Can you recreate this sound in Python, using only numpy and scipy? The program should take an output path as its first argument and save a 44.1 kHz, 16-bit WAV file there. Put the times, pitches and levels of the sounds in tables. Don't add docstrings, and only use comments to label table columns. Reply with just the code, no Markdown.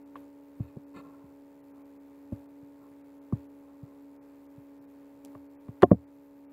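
import sys
import numpy as np
from scipy import signal
from scipy.fft import rfft, irfft, next_fast_len
from scipy.io import wavfile
from scipy.ndimage import uniform_filter1d, map_coordinates

SR = 44100
rng = np.random.default_rng(int(sys.argv[2]) if len(sys.argv) > 2 else 0)


def digitize_waveform(pressure):
    field = np.atleast_2d(pressure).T
    bounded = np.clip(field, -1, 1)
    quanta = np.round(bounded * 32767).astype(np.int16)
    wavfile.write(sys.argv[1], SR, quanta)


def boost_factor(decibels):
    exponent = np.asarray(decibels, float) / 20
    return 10 ** exponent


N = 287532


def unit(x):
    return x / np.sqrt(np.mean(x ** 2) + 1e-20)


def wobble(rate):
    knots = rng.standard_normal(int(N * rate / SR) + 4)
    return map_coordinates(knots, [np.arange(N) * rate / SR])


def filtered(x, response):
    m = next_fast_len(N + SR // 2)
    hz = np.fft.rfftfreq(m, 1 / SR)
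    return irfft(rfft(x, m) * response(hz), m)[:N]


def resonances(peaks):
    def response(f):
        total = 0
        for k, (hz, width, db) in enumerate(peaks):
            total = total + (-1) ** k * boost_factor(db) * 1j * f * width / (hz * hz - f * f + 1j * f * width)
        return total
    return response


def rise_and_ring(t, rise_s, t60_s, db):
    return boost_factor(db - 60 * t / t60_s) * (1 - np.exp(-t / rise_s)) ** 2


def fan_tones():
    # time_s, pitch_hz
    fan_speed = [(0, 282.7), (.7, 282.6), (1.1, 281.1), (1.5, 281.8), (2.0, 281.2), (2.6, 282.6),
                 (3.1, 281.2), (3.6, 281.6), (4.3, 281.7), (4.9, 280.3), (5.5, 281.6), (6.52, 281.4)]
    # multiple, level_db
    multiples = [(1, -26), (2, -33), (3, -31.5), (4, 0.5), (5, -23.5), (6, -14.5), (7, -20), (8, -13),
                 (9, -24), (10, -40), (11, -32.5), (12, -21), (13, -21), (14, -35), (15, -29), (16, -40.5),
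                 (17, -37)]
    time_s, pitch_hz = np.transpose(fan_speed)
    fourth_hz = np.interp(np.arange(N) / SR, time_s, pitch_hz) + 0.5 * wobble(6.9)
    turn = 2 * np.pi * np.cumsum(fourth_hz) / (4 * SR)
    tones = np.zeros(N)
    for k, db in multiples:
        tones += boost_factor(db + 0.8 * wobble(8.4)) * np.sin(k * turn + rng.uniform(0, 2 * np.pi))
    return boost_factor(-49.5) * tones


def air_rush():
    # pitch_hz, level_db (per Hz)
    air_colour = [(32, -13.5), (55, -20), (90, -5.5), (150, -3), (230, -2), (450, -2), (700, -8),
                  (1050, -11), (1350, -14), (2500, -19), (2900, -25.5), (6000, -32.5), (11000, -32.5),
                  (14500, -29.5)]
    hz, db = np.transpose(air_colour)
    noise = rng.standard_normal(N)
    air = unit(filtered(noise, lambda f: boost_factor(np.interp(np.log(f + 1), np.log(hz), db))))
    return boost_factor(-64.5 + 0.604 * wobble(6.6)) * air


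def converter_whine():
    phase = 2 * np.pi * 14446 * np.arange(N) / SR + 0.3 * wobble(30)
    return boost_factor(-83 + 1.1 * wobble(9.5)) * np.sin(phase)


def converter_sizzle():
    _, _, z = signal.stft(rng.standard_normal(N), SR, nperseg=256)
    field = uniform_filter1d(rng.standard_normal(z.shape), size=8, axis=0)
    field = uniform_filter1d(field, size=14, axis=1)
    patches = signal.istft(z * boost_factor(4.8 * unit(field)), SR, nperseg=256)[1][:N]
    return boost_factor(-82.5) * unit(filtered(patches, resonances([(13100, 3800, 0)])))


def electrical_ticks():
    # pitch_hz, width_hz, level_db
    tick_colour = [(3400, 940, 4.5), (4580, 1250, 6), (7360, 660, 8.5), (12100, 1500, -3)]
    clock_hz, due_hz = 185.92, 83.1
    start_s, lag_beats = 3.9005, 0.65
    first, last = -int(start_s * due_hz), int((N / SR - start_s) * due_hz)
    due_s = np.arange(first, last) / due_hz
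    beat = np.floor(due_s * clock_hz + lag_beats)
    at = np.round((start_s + beat / clock_hz) * SR).astype(int)
    scatter_db = 1.2 * rng.standard_normal((len(at), 2))
    size = boost_factor(-56 + scatter_db) * rng.choice([-1, 1], (len(at), 2))
    spikes = np.zeros(N + 64)
    spikes[at] = size[:, 0]
    spikes[at + 14] = 0.42 * size[:, 1]
    return filtered(spikes[:N], resonances(tick_colour))


def gain():
    # start_s, lift_db, fade_s
    lifts = [
        (.15, 5, 0.15),
        (.94, 4, 0.28),
        (2.32, 3.5, 0.19),
        (3.32, 4.5, 0.18),
        (5.236, 4.5, 0.17),
        (5.92, -2, 1),
    ]
    react_s = 0.01
    t = np.arange(N) / SR
    level_db = -0.33
    for s, db, fade in lifts:
        level_db = level_db + db * np.interp(t - s, [0, react_s, react_s + fade], [0, 1, 0])
    return boost_factor(level_db)


def clicks():
    # (start_s, level_db)
    cracks = [
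        ("edge", [(5.683, -60), (5.815, -52.5), (5.8215, -27.5), (5.9135, -54.5)]),
        ("key", [(.155, -60), (5.351, -63), (5.8215, -32.5), (5.830, -27)]),
        ("pad", [(.162, -57), (2.326, -69.5), (5.916, -70)]),
        ("hinge", [(2.323, -74), (3.325, -70)]),
        ("spring", [(5.256, -58), (5.8222, -50)]),
        ("latch", [(5.8217, -45.5), (5.831, -50)]),
        ("snap", [(5.2495, -38)]),
    ]
    part_sounds = {"edge": (580, 2400, .024), "key": (1400, 3500, 0.019), "pad": (1500, 3100, .05),
                   "hinge": (1800, 14000, .08), "spring": (3300, 9500, 0.02), "latch": (6300, 13000, .010),
                   "snap": (770, 18000, 0.0018)}
    out, t = np.zeros(N + SR), np.arange(SR // 20) / SR
    for part, snaps in cracks:
        low_hz, top_hz, t60 = part_sounds[part]
        band = signal.butter(3, [low_hz, min(top_hz, 20000)], btype="band", fs=SR, output="sos")
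        length_scale = np.sqrt(t60 / t[-1] / np.log(1e6))
        for s, db in snaps:
            burst = boost_factor(-60 * t / t60) * (1 - np.exp(-t / 0.00021)) * rng.standard_normal(len(t))
            out[round(s * SR):][:len(t)] += boost_factor(db) * length_scale * unit(signal.sosfilt(band, burst))
    return out[:N]


def thin_lows(x):
    return filtered(x, lambda f: (1j * f / (34.7 + 1j * f)) ** 2)


def raps():
    # pitch_hz, level_db, t60_s, rise_s
    case_tones = [
        [(238.5, 4.5, 0.044, 0.0024), (276.4, 0, 0.052, 0.0067)],
        [(386.5, 3.5, 0.025, 0.0019), (711, -9.5, 0.041, 0.0018)],
        [(577, -1, 0.035, 0.0025), (450, -4.5, 0.012, 0.0018)],
        [(1061, -16, 0.04, 0.001), (1139, -2.5, 0.019, 0.0016)],
        [(1318, 0.5, 0.0096, 0.00084), (1724, -6.5, 0.0096, 0.00046)],
    ]
    # start_s, peak_db, hardness_db (per octave), place (fraction across the case)
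    rap_times = [(0.156, -44.5, 11.5, 0.33), (.598, -45.5, -10, 0.41), (0.765, -48, -10, 0.48),
                 (2.3215, -38, -8, .48), (3.3238, -37, 0, 0.365), (3.83, -65, -1, .46),
                 (5.35, -45.5, 10.5, 0.22), (5.6834, -46, -4.5, 0.41), (5.825, -23.5, 5, 0.2),
                 (5.8303, -5, 2, .28), (5.836, -16.5, -2.5, .3), (5.908, -37.5, 1.5, .17),
                 (5.9133, -15.5, -3.5, 0.461), (5.926, -32, -12.5, 0.089)]
    shape_db = [-1.5, 1.85, 2.6, 2.54, -9]
    out, t = np.zeros(N + SR), np.arange(SR // 3) / SR
    for k, family in enumerate(case_tones):
        ring = np.zeros(len(t))
        for hz, db, t60, rise in family:
            ring += rise_and_ring(t, rise, t60, db + 9) * np.sin(2 * np.pi * hz * t)
        octaves = np.log2(family[0][0] / 500)
        for s, db, hardness, place in rap_times:
            movement = np.sqrt(np.sin(np.pi * (k + 1) * place) ** 2 + 0.02)
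            out[round(s * SR):][:len(t)] -= boost_factor(db + shape_db[k] + hardness * octaves) * movement * ring
    return thin_lows(out[:N])


def rubbing():
    # start_s, length_s, shell_db, squeak_db
    strokes = [
        (0.57, 0.2, -69, -74.5),
        (0.937, 0.082, -49.5, -58.5),
        (1.02, 0.098, -62.5, -84),
        (0.976, 0.37, -64, -91),
        (1.687, 0.15, -65.5, -90),
        (2.777, 0.11, -63, -87),
        (2.85, 0.08, -69, -87),
        (3.56, .24, -68.5, -95),
        (3.79, .22, -68, -92),
    ]
    # pitch_hz, width_hz, level_db
    shell_colour = [(160, 78, -3.5), (386, 200, -5.5), (1068, 68, -0.5), (1367, 40, -7)]
    # pitch_hz, width_hz, level_db
    squeak_colour = [(1755, 77, 7), (2070, 39, 8.5), (2530, 230, 7), (3770, 220, 2), (4250, 240, 2),
                     (4700, 300, -5), (7300, 1000, -4), (11100, 900, -8)]
    t = np.arange(N) / SR
    shell_level, squeak_level = np.zeros(N), np.zeros(N)
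    for s, length, shell_db, squeak_db in strokes:
        press = abs(np.sin(np.pi * np.clip((t - s) / length, 0, 1)))
        shell_level += boost_factor(shell_db) * press
        squeak_level += boost_factor(squeak_db) * press
    grains = rng.standard_normal(N) * boost_factor(3.4 * wobble(120))
    shell = unit(filtered(grains, resonances(shell_colour)))
    squeak = unit(filtered(grains, lambda f: resonances(squeak_colour)(f) ** 2))
    return shell_level * shell + squeak_level * squeak


def thuds():
    # pitch_hz, level_db, t60_s
    desk_tones = [(80, 9, 0.18), (118.4, -2.5, 0.23)]
    # start_s, peak_db, pitch_hz, desk_db (over the thud)
    thud_times = [(0.602, -18.5, 115.6, -19), (0.764, -31, 138, -37), (.767, -46.5, 384, -40),
                  (1.239, -46.5, 131, -8), (2.325, -22.5, 103, -26), (2.626, -46, 137, -26),
                  (2.908, -54, 140, -13), (3.3243, -23.5, 215, -45), (3.330, -15, 119, -24.5),
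                  (3.83, -32, 128, -31), (4.578, -39.5, 128, -22), (4.80, -57, 120, -26),
                  (5.354, -42, 120, -11), (5.688, -28.5, 119, -25), (5.831, -13.5, 208, -34),
                  (5.833, -15.5, 106, -20.5), (5.875, -42.5, 235, -26.5), (5.913, -3.5, 187.3, -36.5),
                  (5.915, -20, 450, -50), (5.918, -10, 114, -21)]
    bounce_s, bounce_db = 0.027, -24.5
    out, t = np.zeros(N + SR), np.arange(SR // 3) / SR
    desk = np.zeros(len(t))
    for hz, db, t60 in desk_tones:
        desk += rise_and_ring(t, 0.021, t60, db) * np.sin(2 * np.pi * hz * t)
    for s, db, hz, desk_db in thud_times:
        cycles = hz * (t + 0.41 * 0.0053 * (1 - np.exp(-t / 0.0019)))
        thud = rise_and_ring(t, 0.63 / hz, 0.036, 13.5) * np.sin(2 * np.pi * cycles)
        out[round(s * SR):][:len(t)] += boost_factor(db) * (thud + boost_factor(desk_db) * desk)
        out[round((s + bounce_s) * SR):][:len(t)] += boost_factor(db + bounce_db) * thud
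    return thin_lows(out[:N])


def scene():
    steady = fan_tones() + air_rush() + converter_whine() + converter_sizzle() + electrical_ticks()
    handling = clicks() + raps() + rubbing() + thuds()
    return (gain() * steady + handling)[None]


def treble_dropouts(x):
    dull_frames = [2, 40, 76, 81, 86, 93, 116, 142, 150, 163, 196, 197, 210, 225, 228, 257, 261, 262, 284,
                   303, 304]
    frame_s, lag_frames, dull_hz = 1024 / 48000, 0.09, 2700
    hz, t, z = signal.stft(x, SR, nperseg=256)
    kept = np.ones(z.shape[1:])
    for frame in dull_frames:
        fade = np.cos(np.pi / 2 * np.clip(t / frame_s - frame - lag_frames, -1, 1)) ** 2
        chance = 0.02 + 1 / (1 + (hz / dull_hz) ** 8)
        spared = (abs(hz - 14446) < 200) | (rng.random(len(hz)) < chance)
        kept = kept - np.outer(~spared, fade)
    z = z * kept * (hz[:, None] < 15700)
    return signal.istft(z, SR, nperseg=256)[1][:, :N]


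def band_limit(x):
    return signal.sosfilt(signal.butter(12, 16470, fs=SR, output="sos"), x)


def record(dry):
    x = treble_dropouts(dry)
    mix = x / (1 + abs(x / 1.05) ** 8) ** (1 / 8)
    return band_limit(mix)


dry = scene()
out = record(dry)
digitize_waveform(out)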